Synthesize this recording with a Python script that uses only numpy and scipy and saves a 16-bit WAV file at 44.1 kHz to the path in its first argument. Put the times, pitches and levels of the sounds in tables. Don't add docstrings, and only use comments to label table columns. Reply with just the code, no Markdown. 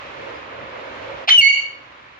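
import sys
import numpy as np
from scipy import signal
from scipy.fft import rfft, irfft, next_fast_len
from scipy.io import wavfile
from scipy.ndimage import uniform_filter1d, minimum_filter1d, map_coordinates

SR = 44100
rng = np.random.default_rng(int(sys.argv[2]) if len(sys.argv) > 2 else 0)


def transcribe(u):
    v = np.clip(np.atleast_2d(u).T, -1, 1)
    q = np.round(v * 32767).astype(np.int16)
    wavfile.write(sys.argv[1], SR, q)


N = 96887

# frequency in Hz, relative level in dB.
HISS_TONE = [(15, -50), (25, -38), (59, -13.5), (125, -10), (196, -18.5), (250, -9.5), (450, -3),
             (543, 1.5), (749, -6), (1030, -3.5), (1540, -7.5), (2370, -9), (3930, -20), (4500, -25),
             (6900, -35.5), (9520, -64), (15000, -92)]
# frequency in Hz, likeness (1 is identical).
HISS_LIKENESS = [(60, 0.96), (290, 1), (640, 0.067), (1410, 0.27), (3100, 0.14), (6800, 0.082)]
# frequency in Hz, left minus right in dB.
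HISS_LEAN = [(100, 0), (400, -1.5), (1300, -5), (2400, -0.5), (4400, 2.5), (8000, 14)]
# time in seconds, boost in dB.
BODY_SWELLS = [(0, -7), (.1, -4), (.3, 1.5), (.39, -4.5), (.54, -1.5), (.72, -4), (.78, 0), (.98, -2.5),
               (1.08, 0), (1.22, 0.5), (1.4, -4), (1.85, -9), (2.1, -13.5)]
# time in seconds, boost in dB.
TREBLE_SWELLS = [(0, -1), (.26, 0.5), (.38, -2), (.48, -5.5), (.66, -6.5), (.78, -2), (1.2, 0), (2.1, -2)]
# middle in seconds, half length in seconds, level in dB, pitch in Hz.
LOW_BUMPS = [(0.197, 0.037, -50, 130), (.63, 0.048, -47, 114), (1.048, 0.12, -60, 66),
             (1.146, 0.0056, -41, 126), (1.398, 0.017, -19.5, 90)]
# frequency in Hz, seconds to fade by 60 dB.
ROOM_RING = [(500, 0.15), (2300, 0.48), (2900, 0.48), (4500, 0.45), (8000, 0.41), (14000, 0.33)]
# start in seconds, level in dB.
WIRE_TINKS = [(.345, -50), (.364, -51)]
# frequency in Hz, relative level in dB.
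THROAT_TONE = [(300, -68.5), (450, -26.5), (680, -10), (1000, -10.5), (1700, -19), (2400, 3.5),
               (3150, -5.5), (3720, -4.5), (5100, -16.5), (7000, -24), (9800, -53.5), (15000, -46)]
# time in seconds, pitch in Hz, level in dB.
RASP_SWEEP = [(1.275, 590, -13), (1.281, 700, -4), (1.286, 930, 0), (1.289, 1300, 4.5), (1.292, 1620, 6.5),
              (1.296, 2050, 7), (1.300, 2180, -2), (1.305, 2420, -3)]
# time in seconds, pitch in Hz, level in dB, left boost in dB, right boost in dB.
HIGH_NOTE = [(1.305, 3097, 0, -3, 10.5), (1.312, 3082, 6, 2.5, 6.5), (1.325, 3017, 4.5, 9, 2.5),
             (1.341, 3022, 5.5, -12.5, 1.5), (1.353, 3017, 5.5, 1.5, -12.5), (1.375, 2961, 3.5, 4, 4.5),
             (1.381, 2877, 8, 7, 9.5), (1.400, 2824, 8.5, 3, 14.5), (1.411, 2742, 5.5, -2, -23)]
LOW_NOTE = [(1.409, 2346, 10, -11, -9), (1.417, 2209, 8.5, -1, 2.5), (1.443, 2191, 4, -10, 15.5),
            (1.466, 2196, 5.5, -26, 10), (1.481, 2233, 8, -6.5, 4.5), (1.491, 2273, 3, -4.5, -9)]
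# starting level in dB at 1, 2, 3.. times the pitch.
HIGH_HARMONICS = [1, -16.5, -37, -47, -44]
LOW_HARMONICS = [-3, -11, -22, -39.5, -51]
# multiple of the pitch, level in dB.
OVERLOAD_TONES = [(3, -4.5), (4, -31.5), (5, -12.5)]
# frequency in Hz, relative level in dB.
FIZZ_TONE = [(5000, -33.5), (8500, 2.5), (10000, -12), (11300, 0.5), (12500, -12), (14000, -4.5),
             (15500, -14)]
# frequency in Hz, gain in dB.
RIGHT_MIC_TONE = [(3000, -0.5), (6500, -7.5), (8500, -23.5), (15000, -21)]

TIME = np.arange(N) / SR
JITTER_HZ = 900


def amp(db):
    return 10 ** (np.asarray(db) / 20)


def unit(x):
    return x / np.sqrt(np.mean(x ** 2) + 1e-20)


def along(table, hz):
    freqs, values = np.transpose(table)
    return np.interp(np.log(hz + 1), np.log(freqs + 1), values)


def curves(rows):
    times, *columns = np.transpose(rows)
    return [np.interp(TIME, times, column) for column in columns]


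def wobble(rate_hz):
    return map_coordinates(rng.standard_normal(N), [TIME * rate_hz])


def filtered(x, response):
    size = next_fast_len(N + SR // 2)
    return irfft(rfft(x, size) * response(np.fft.rfftfreq(size, 1 / SR)), size)[..., :N]


def band(centre_hz, octaves):
    return lambda hz: np.exp(-.5 * (np.log2((hz + 1) / centre_hz) / octaves) ** 2)


def shaped_noise(tone):
    return unit(filtered(rng.standard_normal(N), lambda hz: amp(along(tone, hz))))


def panned(pan_db):
    gains = amp(np.array([pan_db, -pan_db]) / 2)
    return gains / np.sqrt(np.mean(gains ** 2, axis=0))


def hump(middle_s, half_length_s):
    return np.exp(-((TIME - middle_s) / half_length_s) ** 2)


def gate(rows, edge_s=0.0027):
    inside_s = np.minimum(TIME - rows[0][0], rows[-1][0] - TIME)
    return np.sin(np.pi / 2 * np.clip(inside_s / edge_s + .5, 0, 1)) ** 2


def hiss(ring_hz=540.5, ring_width_hz=21, level_db=-33, rise_db_per_s=0.25):
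    def colour(hz):
        split = np.arccos(np.clip(along(HISS_LIKENESS, hz), -1, 1)) / 2
        ring_db = 5 / (1 + ((hz - ring_hz) / ring_width_hz) ** 2)
        return amp(along(HISS_TONE, hz) + ring_db) * [np.cos(split), np.sin(split)]
    mid, side = filtered(rng.standard_normal((2, N)), colour)
    pair = np.array([mid + side, mid - side])
    pair = unit(filtered(pair, lambda hz: panned(along(HISS_LEAN, hz))))
    waver_db = .35 * wobble(rate_hz=6.53)
    return pair * amp(level_db + rise_db_per_s * TIME + waver_db)


def swelling(x, treble_hz=4000):
    body = filtered(x, band(centre_hz=495, octaves=0.67))
    treble = filtered(x, lambda hz: hz ** 2 / (hz ** 2 + treble_hz ** 2))
    body_gain = amp(curves(BODY_SWELLS)[0])
    treble_gain = amp(curves(TREBLE_SWELLS)[0])
    return x + body * (body_gain - 1) + treble * (treble_gain - 1)


def bumps(width_db=-3):
    out = np.zeros((2, N))
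    for middle_s, half_length_s, db, pitch_hz in LOW_BUMPS:
        mid, side = unit(filtered(rng.standard_normal((2, N)), band(pitch_hz, octaves=1)))
        side = side * amp(width_db)
        out += np.array([mid + side, mid - side]) * amp(db) * hump(middle_s, half_length_s)
    return out


def room(x, early_s=0.012, early_db=-11, tail_db=-3.5):
    hz, times, spectrum = signal.stft(rng.standard_normal((2, SR)), SR, nperseg=256)
    fade = amp(-60 * times / along(ROOM_RING, hz)[:, None])
    tail = signal.istft(spectrum * fade, SR, nperseg=256)[1]
    age = np.arange(tail.shape[1]) / SR
    early = rng.standard_normal(tail.shape) * np.exp(-age / early_s)
    echoes = amp(tail_db) * tail / np.linalg.norm(tail[0])
    echoes += amp(early_db) * early / np.linalg.norm(early[0])
    return signal.fftconvolve(x[None], echoes, axes=1)[:, :N]


def tinks(pitch_hz=5000, ring_s=0.063, attack_s=0.0028):
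    out = np.zeros(N)
    for start_s, db in WIRE_TINKS:
        age = np.maximum(TIME - start_s, 0)
        loudness = amp(db - 60 * age / ring_s) * (1 - np.exp(-age / attack_s))
        out += loudness * np.sin(2 * np.pi * pitch_hz * age)
    return out + room(out)


def overload_fizz(level_db=-34):
    return shaped_noise(FIZZ_TONE) * amp(level_db) * hump(middle_s=1.398, half_length_s=0.041)


def mic_overload(phase, roughness=.09):
    rough_phase = phase + roughness * wobble(JITTER_HZ)
    distortion = sum(amp(db) * np.sin(round(k) * rough_phase) for k, db in OVERLOAD_TONES)
    return distortion * hump(middle_s=1.393, half_length_s=0.011)


def voice_phase(pitch_hz, jitter):
    return 2 * np.pi * np.cumsum(pitch_hz * (1 + jitter * wobble(JITTER_HZ))) / SR


def rasp(base_tone_db=-15, air_db=-8):
    pitch_hz, level_db = curves(RASP_SWEEP)
    phase = voice_phase(pitch_hz, jitter=.008)
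    multiples = np.arange(1, 9)[:, None]
    weights = amp(along(THROAT_TONE, multiples * pitch_hz))
    buzz = (weights * np.sin(multiples * phase)).sum(0) / np.sqrt((weights ** 2).sum(0) / 2)
    buzz += amp(base_tone_db) * np.sqrt(2) * np.sin(phase)
    puffs = amp(air_db) * shaped_noise(THROAT_TONE) * (1 + .5 * np.cos(phase))
    return gate(RASP_SWEEP) * amp(level_db) * (buzz + puffs)


def whistle(rows, harmonics_db, mellow_db_per_s, jitter, air_db, air_fade_db_per_s=183.5):
    pitch_hz, level_db, left_db, right_db = curves(rows)
    age = np.clip(TIME - rows[0][0], 0, rows[-1][0] - rows[0][0])
    phase = voice_phase(pitch_hz, jitter)
    base, *overtones = [np.sqrt(2) * amp(db) * np.sin(k * phase) for k, db in enumerate(harmonics_db, 1)]
    tone = base + amp(-mellow_db_per_s * age) * sum(overtones)
    air = amp(air_db - air_fade_db_per_s * age) * shaped_noise(THROAT_TONE)
    return gate(rows) * amp(level_db) * (tone + air), amp([left_db, right_db]), phase


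def parakeet(low_cut_hz=530):
    opening, fizz = rasp(), overload_fizz()
    high, high_gains, high_phase = whistle(
        HIGH_NOTE, HIGH_HARMONICS, mellow_db_per_s=65, jitter=.0025, air_db=-14)
    low, low_gains, _ = whistle(LOW_NOTE, LOW_HARMONICS, mellow_db_per_s=26.5, jitter=.0018, air_db=-35)
    direct = opening * panned(pan_db=-4)[:, None] + high * high_gains + fizz + low * low_gains
    echoes = room(opening + high + fizz + low)
    left, right = filtered(direct + echoes, lambda hz: 1 - 1 / (1 + (hz / low_cut_hz) ** 10))
    right = filtered(right, lambda hz: amp(along(RIGHT_MIC_TONE, hz)))
    return np.array([left + mic_overload(high_phase), right])


def scene(left_lead_s=0.0004128):
    mix = parakeet() + swelling(hiss()) + bumps() + tinks()
    lead_s = np.array([[.5], [-.5]]) * left_lead_s
    return filtered(mix, lambda hz: np.exp(2j * np.pi * hz * lead_s))


def gain_control(x, threshold_db=-16, squeeze=0.65, ahead_s=0.025, hold_s=0.045, held_cut_db=8):
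    width = int(0.018 * SR)
    power = uniform_filter1d(np.mean(x, axis=0) ** 2, width)
    level_db = 10 * np.log10(np.abs(power) + 1e-12)
    needed_db = -squeeze * np.maximum(level_db - threshold_db, 0)
    fast_db = minimum_filter1d(needed_db, int((ahead_s + hold_s) * SR))
    fast_db = np.interp(TIME - (hold_s - ahead_s) / 2, TIME, fast_db)
    held_db = np.maximum(np.minimum.accumulate(fast_db), -held_cut_db)
    return x * amp(uniform_filter1d(np.minimum(fast_db, held_db), width))


def limiter(x, ceiling=0.79, smooth_s=0.0095):
    width = int(smooth_s * SR)
    needed_gain = np.minimum(1, ceiling / (np.abs(x) + 1e-9))
    return x * uniform_filter1d(minimum_filter1d(needed_gain, width), width)


def record(dry):
    return filtered(limiter(gain_control(dry)), lambda hz: hz < 15600)


dry = scene()
out = record(dry)
transcribe(out)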